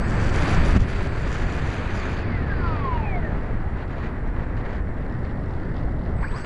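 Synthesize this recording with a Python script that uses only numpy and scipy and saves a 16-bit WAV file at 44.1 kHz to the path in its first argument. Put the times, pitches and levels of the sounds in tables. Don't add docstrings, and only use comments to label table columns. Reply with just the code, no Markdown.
import sys
import numpy as np
from scipy import signal
from scipy.fft import rfft, irfft, next_fast_len
from scipy.io import wavfile
from scipy.ndimage import uniform_filter1d, map_coordinates

SR = 44100
rng = np.random.default_rng(int(sys.argv[2]) if len(sys.argv) > 2 else 0)


def attenuation_scalar(level_db):
    decades = np.asarray(level_db, float) / 20
    return 10 ** decades


def wrap_up_sound(samples):
    columns = np.atleast_2d(samples).T
    tamed = np.clip(columns, -1, 1)
    steps = np.round(tamed * 32767).astype(np.int16)
    wavfile.write(sys.argv[1], SR, steps)


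N = 284445
T = np.arange(N) / SR
SLOW = np.arange(0, N, 32) / SR

# (time [s], peak level [dB], rise [s])
GUST_STEPS = [
    (.7622, -5, .0016),
    (.7245, -10, .0035),
    (.8, -13, .005),
]


def unit(x):
    return x / np.sqrt(np.mean(x ** 2) + 1e-20)


def curves(rows, off=None):
    s, *cols = np.transpose(rows)
    return [np.interp(T, s, c, off, off) for c in cols]


def wobble(rate):
    return map_coordinates(rng.standard_normal(int(N * rate / SR) + 4), [T * rate])


def filtered(x, response):
    m = next_fast_len(N + 8192)
    return irfft(rfft(x, m) * response(np.fft.rfftfreq(m, 1 / SR)), m)[:N]


def modes(table):
    def response(f):
        total = 0
        for k, (centre, width, db) in enumerate(table):
            damping = 1j * f * width
            total = total + (-1) ** k * attenuation_scalar(db) * damping / (centre * centre - f * f + damping)
        return total
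    return response


def noise(spectrum, patchy_db, lumps=1):
    z = signal.stft(rng.standard_normal(N + 512), nperseg=512)[2]
    field = uniform_filter1d(uniform_filter1d(rng.standard_normal(z.shape), 6, 0), 8, 1)
    x = signal.istft(z * attenuation_scalar(patchy_db * unit(field)), nperseg=512)[1][:N]
    f, db = np.transpose(spectrum)
    log_f = np.log(f + 1)
    return unit(filtered(x * lumps, lambda hz: attenuation_scalar(np.interp(np.log(hz + 1), log_f, db, -120, -120))))


def tone(hz):
    return np.sqrt(2) * np.sin(2 * np.pi * np.cumsum(hz) / SR + 7 * rng.random())


def shaken(table, hz):
    swept = hz[::32]
    power = sum(attenuation_scalar(db) ** 2 / (1 + (2 * (swept - c) / w) ** 2) ** 2 for c, w, db in table)
    return np.interp(T, SLOW, np.sqrt(power))


def speed(rows):
    s, hz = np.transpose(rows)
    return np.exp(np.interp(T, s, np.log(hz), -50, -50)) / 36


def gain_control():
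    after = np.maximum(T - 0.778, 0)
    dip_db = -5.5 * np.exp(-after / 0.05)
    return attenuation_scalar(uniform_filter1d(np.where(after > 0, dip_db, 5), size=600))


def wind():
    # (time [s], level [dB])
    airstream = [(0, -28.5), (.14, -25), (.25, -25.5), (.32, -25), (.5, -23), (.74, -22), (.82, -14),
                 (.88, -23.5), (1.6, -25), (2.1, -25), (2.3, -23), (3.3, -22.5), (3.8, -28), (4.5, -23.5),
                 (4.7, -27.5), (5.15, -25), (6.2, -23.5), (6.45, -30)]
    # (time [s], level [dB])
    small_eddies = [(0, -56.5), (.195, -49.5), (.23, -47.5), (.5, -41.5), (.75, -45.5), (1.0, -42),
                    (1.15, -47), (1.4, -43.5), (1.98, -42), (2.2, -43.5), (2.25, -49), (2.85, -49),
                    (3.3, -54.5), (3.7, -58.5), (4.4, -58.5), (5.0, -60), (5.6, -60), (6.2, -61.5)]
    # (middle [s], length [s], level relative to the turbulence [dB])
    puffs = [(0.313, 0.045, -7), (1.1, 0.046, -1), (3.858, .025, -3), (4.28, 0.044, 2), (4.83, .06, -5.5),
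             (3.062, 0.061, -0.5), (3.135, 0.018, 0), (3.693, 0.031, 2), (3.808, .09, 8), (3.914, 0.054, 7),
             (4.03, 0.15, 8.5), (4.4, .1, 4), (4.477, 0.031, 0), (4.587, 0.041, 8.5), (4.658, .02, 4),
             (4.72, 0.16, 7), (4.996, 0.07, 3), (5.25, 0.037, 3), (5.77, .05, 4), (6.234, 0.035, 7),
             (6.322, 0.024, 8), (6.385, 0.073, 9.5), (6.455, 0.025, 22)]
    # (start, peak, hold to, end [s], driven, peak, held level [dB])
    windmill = (1.893, 1.96, 2.22, 2.24, 11, 16.4, 11)
    # (time [s], smooth share of hiss, blown share of rush)
    wash_cover = [(2.15, .99, .98), (2.3, .98, 0.73), (3.3, .97, 0.57), (4.7, 0.97, 0.43),
                  (4.9, 0.95, 0.35), (6.15, 0.47, 0.14), (6.25, 0.99, 0.91)]
    # (frequency [Hz], density [dB per Hz])
    buffet = [(7.1, -21), (12, 1), (86, -4), (125, -8), (252, -16), (302, -20), (367, -20.5), (600, -30),
              (780, -39.5), (1320, -120)]
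    # (frequency [Hz], density [dB per Hz])
    blown_rush = [(150, -22.5), (250, -4), (411, -4.5), (497, -7), (560, -7), (894, -9.5), (1720, -9),
                  (2700, -22.5), (3510, -50), (5940, -120)]
    # (frequency [Hz], density [dB per Hz])
    open_rush = [(150, -33.5), (250, -4), (370, -7), (600, -7.5), (850, -10), (1100, -13), (1500, -14.5),
                 (1950, -13.5), (2200, -23), (2500, -41.5), (3500, -72.5)]
    # (frequency [Hz], density [dB per Hz])
    hiss = [(1290, -8), (2200, 0), (2440, 0), (2670, -4), (3600, -9.5), (4620, -13.5), (5180, -27.5),
            (5600, -26), (7280, -46.5), (12300, -120)]
    # (frequency [Hz], density [dB per Hz])
    crackle = [(2000, -41), (2500, 1.5), (3400, 0), (4700, -2.5), (5500, -11.5), (6500, -22.5),
               (8000, -56.5)]
    # (frequency [Hz], density [dB per Hz])
    spray = [(2880, -33.5), (4900, -1), (5360, -12.5), (6110, -2), (6980, -4.5), (8400, -19), (9000, -23.5),
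             (11700, -57.5), (19800, -120)]
    # (frequency [Hz], density [dB per Hz])
    whisper = [(7400, -62), (7900, -2), (9000, -2), (10200, 2), (11000, -7), (12200, -28.5), (12600, -56)]

    air_db, eddy_db = curves(airstream)[0], curves(small_eddies)[0]
    puff_db = sum(db * np.exp(-(2 * (SLOW - s) / length) ** 4) for s, length, db in puffs)
    puff_db = np.interp(T, SLOW, puff_db)
    rough_db = eddy_db + 60
    hiss_db = eddy_db + puff_db
    rush_db = -38.5 + 0.32 * rough_db + 0.35 * puff_db + 0.09 * (air_db + 25)
    *brake_s, driven_db, peak_db, held_db = windmill
    brake_db = np.interp(T, brake_s, [driven_db, peak_db, held_db, 0])
    fine_db = -84.5 + 0.81 * rough_db + 1.35 * puff_db + brake_db
    gust, eddy = wobble(14), wobble(130)

    low = noise(buffet, patchy_db=-0.18)
    low = unit(low / np.abs(uniform_filter1d(low ** 2, size=3000)) ** 0.12)
    for s, *_ in GUST_STEPS:
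        low *= 1 - .6 * np.exp(-((T - s - .003) / .008) ** 2)

    wash, blown = np.clip(curves(wash_cover), 0, 1)
    free = np.sqrt(1 - wash ** 2)
    lumps = attenuation_scalar(0.63 * eddy)
    inside = blown * noise(blown_rush, 0.47, lumps)
    outside = np.sqrt(1 - blown ** 2) * noise(open_rush, 0.99, lumps)
    mid = attenuation_scalar(rush_db + 0.42 * gust) * (inside + outside)

    smooth = noise(hiss, patchy_db=0.0, lumps=attenuation_scalar(1.1 * eddy + 0.92 * wobble(400)))
    pops = (rng.random(N) < 170 / SR) * attenuation_scalar(3.5 * rng.standard_normal(N))
    bursts = noise(crackle, patchy_db=1.5, lumps=uniform_filter1d(pops, size=50) * 50 + 0.45)
    high = attenuation_scalar(hiss_db + 0.56 * gust) * (wash * smooth + free * bursts)

    fine = attenuation_scalar(fine_db + 2.2 * gust) * noise(spray, patchy_db=1.5, lumps=attenuation_scalar(2.1 * eddy))
    tips = attenuation_scalar(hiss_db - 31) * (T < 2.22) * noise(whisper, patchy_db=2.5)
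    heave = attenuation_scalar(1.1 * wobble(18))
    return attenuation_scalar(air_db) * heave * low + mid + high + fine + tips


def motor():
    # (time [s], frequency [Hz])
    driven = [(0, 5650), (.02, 6240), (.05, 6752), (.1, 7023), (.22, 7364), (.7, 7680), (1.3, 7100),
              (1.75, 7090), (1.82, 6940)]
    # (time [s], frequency [Hz])
    coasting = [(1.89, 6500), (1.95, 5570), (2.019, 4340), (2.12, 3230), (2.27, 2290), (2.52, 1607),
                (2.8, 1153), (3.1, 793.6), (3.42, 464)]
    # (time [s], frequency [Hz])
    spinup = [(6.21, 560), (6.229, 1000), (6.246, 1580), (6.262, 2010), (6.3, 2880), (6.34, 3974),
              (6.38, 5360), (6.4, 5960), (6.449, 6730)]
    # (frequency [Hz], width [Hz], level [dB])
    magnets = [(600, 80, -41), (719, 60, -32), (850, 110, -38), (970, 120, -31.5), (1060, 100, -28.5),
               (1170, 80, -41), (1256, 110, -35), (1366, 120, -34), (1620, 150, -34.5), (2000, 300, -41),
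               (2500, 500, -52), (4500, 750, -49.5), (7050, 650, -69), (7600, 400, -75)]
    # (frequency [Hz], width [Hz], level [dB])
    poles = [(962, 110, -37.5), (1032.4, 90, -36), (4600, 700, -59.5)]
    # (frequency [Hz], width [Hz], level [dB])
    teeth = [(1830, 200, -44.5), (2145, 190, -41.5), (2450, 300, -47.5), (2830, 260, -52), (3300, 300, -64)]
    # (order, level [dB])
    slots = [(72, -50), (81, -53), (99, -49)]
    # (frequency [Hz], width [Hz], level [dB])
    frame = [(2300, 560, 0)]
    # (frequency [Hz], width [Hz], level [dB])
    smeared = [(800, 200, -39), (1030, 240, -33), (1580, 420, -34), (2350, 500, -48), (3400, 900, -58),
               (4650, 1000, -49), (6200, 900, -70)]
    # (frequency [Hz], width [Hz], level [dB])
    low_order = [(1010, 170, -40), (1600, 450, -49)]
    # (time [s], level [dB])
    bearing = [
        [(0, -61.5), (.5, -55), (.77, -56.5), (1.3, -57), (1.9, -68), (2.2, -57), (2.42, -68), (2.7, -57.5),
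         (3, -78)],
        [(6.2, -82), (6.24, -59), (6.3, -61), (6.34, -66), (6.39, -55), (6.45, -56)],
    ]
    # (frequency [Hz], width [Hz], level [dB])
    shell = [(4580, 650, 0)]
    # (time [s], level [dB], ring frequency [Hz], time to fall by 20 dB [s])
    jolts = [
        (6.222, -32.5, 1000, .05),
        (6.238, -35, 1600, .04),
        (6.226, -37.5, 2100, .045),
        (6.332, -39, 1000, .09),
    ]

    shaft = speed(driven + coasting) * (1 + .0012 * wobble(60))
    flutter = attenuation_scalar(1.3 * wobble(70) + 2.5 * (T < 1.9) * wobble(22))
    out = shaken(magnets, 36 * shaft) * flutter * (tone(36 * shaft) + attenuation_scalar(-9) * tone(37 * shaft))
    heard = np.abs(T - 1.2) > 1.05
    out += shaken(poles, 27 * shaft) * heard * attenuation_scalar(1.5 * wobble(40)) * tone(27 * shaft)
    pair = tone(109 * shaft) + attenuation_scalar(-7 + 3 * wobble(30)) * tone(106 * shaft)
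    out += shaken(teeth, 108 * shaft) * attenuation_scalar(1 + 4 * wobble(28)) * pair
    for order, db in slots:
        mount = np.abs(modes(frame)(order * shaft)) ** 2
        out += (T > 2.67) * attenuation_scalar(db + 2.5 * wobble(31.84)) * mount * tone(order * shaft)

    again = speed(spinup)
    whine = 36 * again
    rough_whine = tone(whine * (1 + .011 * wobble(300)))
    out += (again > 1) * shaken(smeared, whine) * attenuation_scalar(1.6 * wobble(110)) * rough_whine
    out += shaken(low_order, whine / 4) * attenuation_scalar(2.5 * wobble(90)) * tone(9 * again)

    hum = unit(filtered(rng.standard_normal(N), lambda f: modes(shell)(f) ** 2))
    bearing_db = np.maximum(*(curves(rows, -120)[0] for rows in bearing))
    out += attenuation_scalar(bearing_db - 0.5) * hum

    t = np.arange(SR // 10) / SR
    for s, db, ring_hz, t20 in jolts:
        band = signal.butter(3, [0.9 * ring_hz, 1.12 * ring_hz], "band", fs=SR)
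        shake = unit(signal.lfilter(*band, rng.standard_normal(len(t))))
        out[round(s * SR):][:len(t)] += attenuation_scalar(db - 60 * t / t20 / 3) * (1 - np.exp(-t / 0.003)) * shake
    return out + rattle(np.cumsum(shaft + again) / SR)


def electronics():
    # (frequency [Hz], density [dB per Hz])
    circuit_hiss = [(2940, -34), (5000, -9), (5790, -14.5), (6490, -14.5), (7160, -7.5), (7950, -11),
                    (9930, -10), (11500, -24), (15000, -57.5), (22000, -120)]
    # (on [s], off [s], first level [dB], last level [dB])
    switching = [
        (0, 1.92, -66, -71),
        (6.16, 6.5, -70, -68),
        (6.218, 6.46, -64, -57.5),
    ]
    # (frequency [Hz], level [dB])
    leaks = [(5599, -82), (7402, -84.5), (9598, -89)]

    out = attenuation_scalar(-79 + 3.0) * noise(circuit_hiss, patchy_db=0.7)
    for on, off, first_db, last_db in switching:
        db = np.interp(T, [on, off], [first_db, last_db], -120, -120)
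        out += gain_control() * attenuation_scalar(db + 0.72 * wobble(30)) * tone(np.full(N, 8011))
    for hz, db in leaks:
        out += attenuation_scalar(db + 1.5 * wobble(120)) * tone(hz + 8 * wobble(90))
    return out


def rattle(turns):
    # (start [s], length [s], tick level [dB], ping over tick [dB])
    spells = [(.08, 0.077, -59.5, -16), (0.206, 0.096, -55.5, -14.5), (0.332, 0.12, -55.5, -9),
              (.47, 0.088, -54, -10), (0.599, 0.036, -70, -9), (.65, 0.072, -54, -9.5),
              (.76, 0.013, -53, -17), (0.804, 0.027, -50.5, -13), (.885, .045, -57, -10),
              (0.951, .05, -60, -10), (1.028, 0.046, -57.5, -11.5), (1.163, .06, -60.5, -10),
              (1.27, 0.16, -55.5, -13.5), (1.484, .016, -62, -10), (1.521, 0.072, -57, -11.5),
              (1.66, .09, -58.5, -9.5), (1.849, .03, -70, -10), (1.943, .06, -56.5, -11.5),
              (2.099, .03, -60, -8), (6.31, .016, -66, -12), (6.362, .05, -59, -13), (6.44, .03, -67, -9)]
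    # (frequency [Hz], width [Hz], level [dB])
    tick_modes = [(3090, 940, -3.5), (4830, 550, -2.5), (5730, 800, -1.5), (6400, 710, -0.5),
                  (7180, 790, -2)]
    # (frequency [Hz], width [Hz], level [dB])
    ping_modes = [(9600, 650, 0), (10400, 900, -20)]

    at = np.flatnonzero(np.diff(np.floor(turns)))
    chance = rng.standard_normal((len(at), 3))
    at = np.clip(at + (7 * chance[:, 0]).astype(int), 0, N - 1)
    tick_levels, ping_levels = [], []
    for s, length, db, over in spells:
        outside_s = np.maximum(0, np.maximum(s - SLOW, SLOW - s - length))
        spell_db = db - 900 * outside_s
        tick_levels.append(spell_db)
        ping_levels.append(spell_db + over)
    tick_db, ping_db = np.max(tick_levels, axis=0), np.max(ping_levels, axis=0)
    tick_size = chance[:, 1]
    ping_size = 0.25 * chance[:, 1] + 0.4 * chance[:, 2]
    out = 0
    for db, table, size in ((tick_db + 4.0, tick_modes, tick_size), (ping_db + .1, ping_modes, ping_size)):
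        blows = np.zeros(N)
        blows[at] = attenuation_scalar(1.8 * size)
        blows = uniform_filter1d(blows, size=5) * (1.6 + rng.standard_normal(N))
        ring = filtered(blows, lambda f: modes(table)(f) ** 2)
        out = out + np.interp(T, SLOW, attenuation_scalar(db)) * ring / np.std(ring[:2 * SR])
    return out


def gusts():
    # (time [s], level [dB])
    snaps = [(3.4316, -44), (3.4696, -44), (3.7734, -45), (3.8188, -48), (3.8776, -48), (3.95, -45),
             (3.9809, -48), (3.9984, -51), (4.2753, -43), (4.586, -52), (4.6564, -41), (4.9402, -47),
             (5.1233, -42), (5.236, -45), (5.248, -43), (5.3074, -43), (5.459, -41), (5.5079, -39),
             (5.5366, -39), (5.7643, -39), (5.7928, -42), (5.8561, -49), (5.934, -49), (6.0961, -43),
             (6.2118, -51), (6.2238, -48), (6.283, -37), (6.315, -35), (6.3395, -41), (6.356, -42)]

    out, t = np.zeros(N + SR), np.arange(SR // 8) / SR
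    for s, db, rise in GUST_STEPS:
        step = t / rise * np.exp(1 - t / rise) * (1 - t / rise / 5)
        out[round(s * SR):][:len(t)] -= attenuation_scalar(db) * step
    foam = attenuation_scalar(-14 - 60 * t / 0.14) * np.sin(2 * np.pi * 195 * t)
    out[round(GUST_STEPS[0][0] * SR):][:len(t)] -= foam
    band = signal.butter(3, [2300, 5300], "band", fs=SR)
    for s, db in snaps:
        puff = rng.standard_normal(len(t)) * attenuation_scalar(-60 * t / 0.0082) * (1 - np.exp(-t / 0.00082))
        out[round(s * SR):][:len(t)] += attenuation_scalar(db + 5.5) * signal.lfilter(*band, puff)
    return out[:N]


def scene():
    return (gain_control() * (wind() + motor()) + gusts() + electronics())[None]


def top_cut(x):
    return signal.sosfilt(signal.butter(12, 12400, fs=SR, output="sos"), x)


def record(dry):
    return top_cut(dry - attenuation_scalar(-41.7))


dry = scene()
out = record(dry)
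wrap_up_sound(out)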